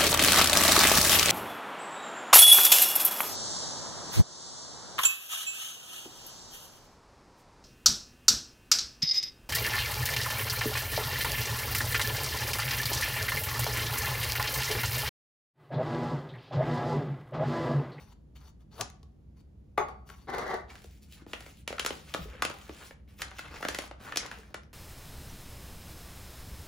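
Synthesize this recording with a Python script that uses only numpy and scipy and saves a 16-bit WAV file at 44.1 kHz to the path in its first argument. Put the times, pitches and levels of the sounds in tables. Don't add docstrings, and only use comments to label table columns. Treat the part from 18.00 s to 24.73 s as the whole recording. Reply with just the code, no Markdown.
import sys
import numpy as np
from scipy import signal
from scipy.fft import rfft, irfft, next_fast_len
from scipy.io import wavfile
from scipy.ndimage import uniform_filter1d, map_coordinates

SR = 44100
rng = np.random.default_rng(int(sys.argv[2]) if len(sys.argv) > 2 else 0)


def store_wav(level_fs):
    pcm = np.round(np.clip(np.atleast_2d(level_fs), -1, 1) * 32767)
    wavfile.write(sys.argv[1], SR, pcm.T.astype(np.int16))


N = 296793

# frequency in Hz, level in dB.
RUMBLE_COLOUR = [(20, -33.5), (40, -14), (65, -1.5), (95, -11.5), (200, -17.5), (300, -23), (550, -33.5),
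                 (1400, -49.5), (16000, -66.5)]
RUB_COLOUR = [(150, -15), (400, 0.5), (1000, 8.5), (1800, 0), (3200, -4.5), (6500, -5), (10000, -9),
              (14500, -9)]
THUD_COLOUR = [(60, -17), (300, 5.5), (560, 7.5), (950, -2), (3000, -36.5)]
BODY_COLOUR = [(150, -40.5), (500, -12), (1250, -3.5), (2800, -7), (6000, -21.5), (15000, -48.5)]
SIZZLE_COLOUR = [(500, -33.5), (1250, -10.5), (3100, 0), (7000, -3.5), (15000, -11.5)]
SLIDE_COLOUR = [(100, -11.5), (290, -3.5), (370, 3.5), (700, 3), (1100, -1.5), (1600, -6), (2100, -8),
                (2500, -23), (4000, -17.5), (7000, -35), (14000, -46.5)]
FOIL_COLOUR = [(150, -16), (400, -5), (1100, -11.5), (2500, 4), (6000, -1.5), (9000, -1.5), (12500, -8.5),
               (14500, -2)]
BEAN_COLOUR = [(150, -6), (400, -3), (900, -4.5), (1500, -2), (2500, -7.5), (5000, -16.5), (12000, -33)]
ECHO_COLOUR = [(100, -1.5), (400, -5.5), (1200, -0.5), (3000, -3), (6000, -1.5), (10000, -1.5),
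               (15000, -11)]
# pitch in Hz, level in dB.
HUM_TONES = [(60, -63), (150, -67.5), (205, -69)]
# time in seconds, level in dB.
RUB_STROKES = [
    [(0, -56.5), (.05, -66.5), (.135, -64)],
    [(.358, -57), (.39, -71), (.48, -61), (.507, -65)],
    [(.6, -67.5), (.636, -82.5)],
    [(.715, -65), (.809, -51)],
    [(1.366, -73), (1.412, -68)],
    [(2.06, -68), (2.09, -59.5), (2.27, -71)],
]
# frequency in Hz, width in Hz, boost in dB.
EDGE_PEAKS = [(2950, 300, 5), (3650, 220, 7), (4480, 220, 11), (5850, 240, 8)]
SLIDE_PEAKS = [(386, 31, 5.5), (810, 70, 4.5), (1140, 35, 7.5), (1543, 28, 7), (1995, 130, 7.5)]
# start in seconds, level in dB, ring in Hz, thud and sizzle in dB against the body.
LID_CLICKS = [(0.8093, -29.5, 6260, -19.5, -3), (1.0292, -62.5, 4540, 0, 11), (2.089, -52.5, 1400, -14, -6),
              (2.099, -46.5, 1450, -27, -9)]
BAG_SNAPS = [(2.7532, -49, 1800, -14, -7), (2.8414, -48.5, 477, 3.5, 1.5), (3.2637, -45, 296, 7, -20),
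             (3.3324, -32.5, 2900, -6, -15), (3.4056, -46.5, 1910, 2, 2), (3.4622, -47, 2230, 2, -5),
             (3.6762, -31.5, 2430, -5, -2.5), (3.7034, -36.5, 388, 3, -15), (3.7259, -34, 556, -7, -16),
             (3.7813, -35, 1500, -32.5, -39), (3.7949, -27, 3040, -8.5, -3.5),
             (3.8472, -31.5, 1660, -1.5, -5), (3.8612, -25.5, 1370, -4.5, 3.5), (3.9048, -31, 3200, 4, -15),
             (4.1385, -32, 3530, -21, -7), (4.145, -28, 1400, 0.5, -10.5),
             (4.4213, -22.5, 1190, -14, -10.5), (4.4494, -27.5, 2550, 0, -1),
             (4.4981, -37.5, 1300, 1.5, -5.5), (4.6925, -37.5, 304, 0, -40), (4.908, -46, 1900, -1, -28),
             (5.2178, -30.5, 1710, -24, -1), (5.3132, -46.5, 1180, -19, -29),
             (5.3845, -41.5, 2600, -12, -6), (5.3905, -36.5, 1560, -13, -13),
             (5.6264, -32.5, 1510, -7, -19), (5.6496, -28.5, 1620, -1.5, -14.5),
             (5.6847, -28, 1540, -3.5, -3), (5.7458, -32.5, 1890, -8, -2.5), (5.7859, -30, 1970, 3.5, 1),
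             (5.9107, -40.5, 900, -3, -23), (6.1215, -34.5, 1640, -25, -23), (6.1583, -32, 2420, -2, -2),
             (6.1709, -23.5, 5600, -4, 2.5), (6.3133, -38, 1580, -21, -13.5), (6.5425, -35, 1650, -3.5, -9)]
# pitch in Hz, level in dB, seconds to fade by 60 dB.
LID_NOTES = [(140, -16, .16), (365, -21, .3), (410, 4, .05), (465, -2, .08), (750, -15, .5), (840, -5, .1),
             (1112, 4, .085), (3500, -12, .025), (4540, -39, .42), (6410, -23, .13), (14170, -31, .11)]
# start in seconds, strength in dB.
LID_BLOWS = [(1.7762, -21), (1.7794, -15.5), (1.7977, -28), (1.803, -28), (1.886, -35.5)]
# time in seconds, force in dB.
LID_PUSH = [(2.272, -40), (2.345, -31), (2.46, -37), (2.54, -31.5), (2.61, -48)]
# time in seconds, foil rustle in dB, bean shifting in dB.
HAND_MOVES = [
    [(2.69, -63.5, -52), (2.8, -64, -69), (2.97, -61.5, -101), (3.005, -78, -97.5), (3.033, -51, -88),
     (3.07, -68.5, -86), (3.18, -60.5, -71.5), (3.23, -80, -59)],
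    [(3.275, -54.5, -62), (3.32, -59, -65), (3.5, -59.5, -62), (3.53, -61.5, -83), (3.63, -62.5, -85)],
    [(3.68, -68, -51), (3.9, -56.5, -103), (4.13, -58.5, -56), (4.22, -55, -64.5), (4.42, -83, -53),
     (4.55, -61.5, -58), (4.76, -57, -57.5), (4.87, -54.5, -59), (4.945, -75, -87)],
    [(5.085, -61.5, -61.5), (5.16, -73.5, -83.5), (5.21, -51, -48.5), (5.3, -81, -57.5), (5.385, -53, -64),
     (5.47, -68, -57.5), (5.55, -66, -49.5), (5.66, -50, -49.5), (5.87, -55.5, -52)],
    [(6.0, -61, -46.5), (6.05, -53, -53.5), (6.25, -76, -45.5), (6.35, -56.5, -59), (6.53, -81, -62)],
]
# start in seconds, level in dB, pitch in Hz.
BAG_BUMPS = [(3.221, -40.5, 316), (4.192, -31.5, 164), (4.21, -39, 57), (4.257, -33, 430),
             (4.35, -38.5, 520)]
# frequency in Hz, seconds to fade by 60 dB.
ECHO_FADE = [(150, 0.86), (500, 0.6), (1200, 0.53), (3000, 0.45), (6000, 0.34), (10000, 0.28),
             (15000, 0.015)]
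# frequency in Hz, likeness (1 is the same).
STEREO_LIKENESS = [(60, 1), (200, 0.8), (500, 0.072), (1200, 0.023), (3000, 0.088), (7000, 0.44)]
PHASE_TURNS_HZ = [7000, 8500, 10100, 12300, 14100, 16500]


def amp(db):
    return 10 ** (np.asarray(db) / 20)


def unit(x):
    return x / np.sqrt(np.mean(x ** 2) + 1e-20)


def along(points, hz):
    freqs, values = np.transpose(points)
    return np.interp(np.log(hz + 1), np.log(freqs + 1), values)


def level(rows):
    s, db = np.reshape(rows, (-1, 2)).T
    return amp(np.interp(np.arange(N) / SR, s, db, left=-120, right=-120))


def movements(curves, edge_s):
    width = max(round(edge_s * SR), 1)
    return uniform_filter1d(uniform_filter1d(sum(level(curve) for curve in curves), width), width)


def wobble(rate):
    return map_coordinates(rng.standard_normal(int(N * rate / SR) + 4), [np.arange(N) * rate / SR])


def filtered(x, response):
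    size = next_fast_len(N + SR // 2)
    return irfft(rfft(x, size) * response(np.fft.rfftfreq(size, 1 / SR)), size)[..., :N]


def coloured(x, points):
    return unit(filtered(x, lambda hz: amp(along(points, hz))))


def resonant(x, peaks):
    def response(hz):
        return 1 + sum((amp(db) - 1) / (1 + 2j * (hz - f) / width) for f, width, db in peaks)
    return unit(filtered(x, response))


def shifting(x, depth_db):
    spectra = signal.stft(x, nperseg=256)[2]
    drift = uniform_filter1d(rng.standard_normal(spectra.shape), size=10, axis=0)
    drift = unit(uniform_filter1d(drift, size=10, axis=1))
    return unit(signal.istft(spectra * amp(depth_db * drift), nperseg=256)[1][:N])


def causal(gain):
    cepstrum = irfft(np.log(gain + 1e-6))
    half = len(cepstrum) // 2
    cepstrum[1:half] *= 2
    cepstrum[half + 1:] = 0
    return np.exp(rfft(cepstrum))


def add(track, s, sound):
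    part = track[..., round(s * SR):][..., :sound.shape[-1]]
    part += sound[..., :part.shape[-1]]


def grains(rate, spread_db):
    size = amp(spread_db * np.minimum(rng.exponential(size=N), 3))
    return unit((rng.random(N) < rate / SR) * size * rng.choice([-1, 1], N))


def diffuse(pair, hz):
    turn = np.arccos(np.clip(along(STEREO_LIKENESS, hz), -1, 1)) / 2
    mid, side = pair[0] * np.cos(turn), pair[1] * np.sin(turn)
    return np.array([mid + side, mid - side])


def rumble_and_hum():
    t, hz = np.arange(N) / SR, np.fft.rfftfreq(N, 1 / SR)
    noise = diffuse(rfft(rng.standard_normal((2, N))), hz)
    rumble = unit(irfft(noise * amp(along(RUMBLE_COLOUR, hz)), N))
    hum = sum(amp(db + 2.1 * wobble(4.5)) * np.sqrt(2) * np.sin(2 * np.pi * f * t + .5 * wobble(4.1))
              for f, db in HUM_TONES)
    return amp(-53.5) * rumble + hum


def lid_rub():
    ticks = shifting(grains(rate=4200, spread_db=3), depth_db=3)
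    scrape = coloured(resonant(ticks, EDGE_PEAKS), RUB_COLOUR)
    return amp(0.96 * wobble(53)) * movements(RUB_STROKES, edge_s=0.013) * scrape


def lid_drag():
    colour = [(50, -14.5), (110, -2.5), (300, -7.5), (700, -8), (1100, -5.5), (2500, -27), (8000, -31.5)]
    hollow = coloured(grains(rate=2000, spread_db=1.5), colour)
    squeak_hz = np.interp(np.arange(N) / SR, [.775, .815], [430, 760]) * (1 + 0.089 * wobble(300))
    squeak = np.sin(2 * np.pi * np.cumsum(squeak_hz) / SR)
    return (hollow + squeak) * level([(.73, -67), (.775, -60), (.803, -40), (.815, -36.5), (.84, -60.5)])


def snaps(rows, slip_s, ring_db, sharpness, size=4096):
    out, t, hz = np.zeros(N), np.arange(size) / SR, np.fft.rfftfreq(size, 1 / SR)
    thud, body, sizzle = (amp(along(colour, hz)) for colour in (THUD_COLOUR, BODY_COLOUR, SIZZLE_COLOUR))
    bend = np.exp(-2j * np.pi * 0.9 * np.log1p(hz / 100))
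    slips = np.exp(-(t / slip_s) ** 2) * (1 - np.exp(-t / 0.002))
    for s, db, ring_hz, thud_db, sizzle_db in rows:
        burst = rfft(rng.standard_normal(size) * slips)
        burst /= np.sqrt(abs(uniform_filter1d(abs(burst) ** 2, size=30)) + 1e-12)
        echo_s = 0.00147 * np.exp(0.22 * rng.normal())
        hollow = body / abs(1 - 0.35 * np.exp(-2j * np.pi * hz * echo_s))
        panel = np.sqrt((amp(thud_db) * thud) ** 2 + hollow ** 2 + (amp(sizzle_db) * sizzle) ** 2)
        ring = 1 + amp(ring_db) / np.sqrt(1 + (2 * sharpness * (hz / ring_hz - 1)) ** 2)
        snap = irfft(burst * bend * causal(panel * ring))
        add(out, s, amp(db) * snap * np.sqrt(.006 * SR / np.sum(snap ** 2)))
    return out


def lid_ring():
    t = np.arange(SR // 2) / SR
    swell = 1 - np.exp(-(t / .0007) ** 2)
    return swell * sum(amp(db - 60 * t / fade_s) * np.sin(2 * np.pi * hz * t) * (-1) ** k
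                       for k, (hz, db, fade_s) in enumerate(LID_NOTES))


def lid_clicks():
    clicks = snaps(LID_CLICKS, slip_s=0.0031, ring_db=9, sharpness=3.3)
    for s, db, *_ in LID_CLICKS:
        add(clicks, s, amp(0.5 * db - 33) * lid_ring())
    return clicks


def lid_down():
    rings, clacks, cracks = np.zeros((3, N))
    t = np.arange(SR // 2) / SR
    for s, db in LID_BLOWS:
        add(rings, s, amp(db - 11.5) * lid_ring())
        add(cracks, s, amp(2 * db - 3.5 - 60 * t / 0.0089))
        add(clacks, s, amp(1.18 * db - 1 - 60 * t / 0.025))
    bright = coloured(rng.standard_normal(N),
                      [(1000, 9.5), (2300, -3), (3800, 4), (7000, -10), (9000, -8.5), (15000, -16)])
    woody = coloured(rng.standard_normal(N), [(80, -21), (230, -6), (420, 3), (1050, 6.5), (1600, 2),
                                              (2200, -9), (4000, -27), (15000, -52)])
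    return rings + cracks * bright + clacks * woody


def lid_slide(start_s=2.294, first_gap_s=0.0485, shrink=.935):
    t = np.arange(N) / SR
    times = start_s + np.append(0, np.cumsum(first_gap_s * shrink ** np.arange(6)))
    judders = sum(np.exp(-((t - s) / 0.01) ** 2) for s in times)
    push = level(LID_PUSH) * np.sqrt(judders + amp(-20))
    slips = coloured(resonant(grains(rate=2200, spread_db=2.5), SLIDE_PEAKS), SLIDE_COLOUR)
    chatter = coloured(resonant(grains(rate=220, spread_db=6), EDGE_PEAKS), RUB_COLOUR)
    return push * (slips + amp(-17) * chatter)


def foil_rustle():
    hands = movements([[(s, db) for s, db, _ in move] for move in HAND_MOVES], edge_s=0.011)
    fine = shifting(grains(rate=3200, spread_db=1), depth_db=3)
    coarse = amp(-7.5) * grains(rate=66, spread_db=5.5)
    return hands * amp(2.4 * wobble(22)) * coloured(fine + coarse, FOIL_COLOUR)


def crinkles(spread_db, count, typical_hz=1400):
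    chance = rng.standard_normal((count, 2))
    times = (np.arange(count) + rng.random(count)) * N / SR / count
    db, octaves = spread_db * np.clip(chance[:, 0], -2, 1), .75 * chance[:, 1]
    thud_db, sizzle_db = -9 * octaves - 3.5, 6.5 * octaves - 13
    rows = zip(times, db, typical_hz * 2 ** octaves, thud_db, sizzle_db)
    return unit(snaps(rows, slip_s=0.0039, ring_db=16, sharpness=15))


def beans_shift():
    shake = movements([[(s, db) for s, _, db in move] for move in HAND_MOVES], edge_s=0.029)
    surges = amp(-1 + 4.34 * wobble(35))
    beans = coloured(shifting(grains(rate=900, spread_db=0.5), depth_db=3), BEAN_COLOUR)
    walls = amp(-6.5) * crinkles(spread_db=5.5, count=170)
    return shake * (surges * beans + walls)


def bag_snaps():
    return snaps(BAG_SNAPS, slip_s=0.0028, ring_db=7.5, sharpness=5.6)


def bag_bumps():
    bumps, t = np.zeros(N), np.arange(SR // 2) / SR
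    swell = 1 - np.exp(-t / 0.00082)
    for s, db, hz in BAG_BUMPS:
        add(bumps, s, amp(db - 5.2 * hz * t) * np.sin(2 * np.pi * hz * t) * swell)
    return bumps


def kitchen_echo(x, delay_s, size=8192):
    out = np.zeros((2, N))
    for start in range(0, N - size // 4, size):
        hz, t, noise = signal.stft(rng.standard_normal((2, SR // 2)), SR, nperseg=256)
        spectra = diffuse(noise, hz[:, None]) * amp(-60 * t / along(ECHO_FADE, hz)[:, None])
        spectra *= 1 + amp(8) * np.exp(-t / 0.054)
        tail = signal.istft(spectra, SR, nperseg=256)[1]
        echo = signal.fftconvolve(x[None, start:start + size], tail / np.linalg.norm(tail[0]), axes=1)
        add(out, start / SR + delay_s, echo)
    return filtered(out, lambda hz: amp(along(ECHO_COLOUR, hz)))


def placed(x, left_db, lead_s):
    sides = np.array([[1], [-1]])
    return filtered(x, lambda hz: amp(sides * left_db / 2) * np.exp(1j * np.pi * hz * sides * lead_s))


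def scene():
    grinder = lid_rub() + lid_drag() + lid_clicks()
    table = lid_down() + lid_slide()
    bag = foil_rustle() + beans_shift() + bag_snaps() + bag_bumps()
    near = placed(grinder, left_db=5.5, lead_s=3e-5)
    near += placed(table, left_db=3.5, lead_s=4e-5)
    near += placed(bag, left_db=0.5, lead_s=2e-5)
    room = kitchen_echo(amp(-5.5) * grinder + amp(-0.5) * table + amp(-3) * bag, delay_s=.003)
    return near + room * amp([[.6], [-.6]]) + rumble_and_hum()


def record(dry, top_hz=15900):
    def shared(hz):
        return np.clip((hz - 7200) / 800, 0, 1)

    def turn(hz):
        half_cycles = np.interp(hz, PHASE_TURNS_HZ, np.arange(len(PHASE_TURNS_HZ)))
        return np.exp(-1j * np.pi * half_cycles * np.array([[0], [1]]))

    lows = filtered(dry, lambda hz: 1 - shared(hz))
    highs = filtered(dry[0], lambda hz: shared(hz) * turn(hz))
    return filtered(lows + highs, lambda hz: 1 / np.sqrt(1 + (hz / top_hz) ** 120))


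dry = scene()
out = record(dry)
store_wav(out)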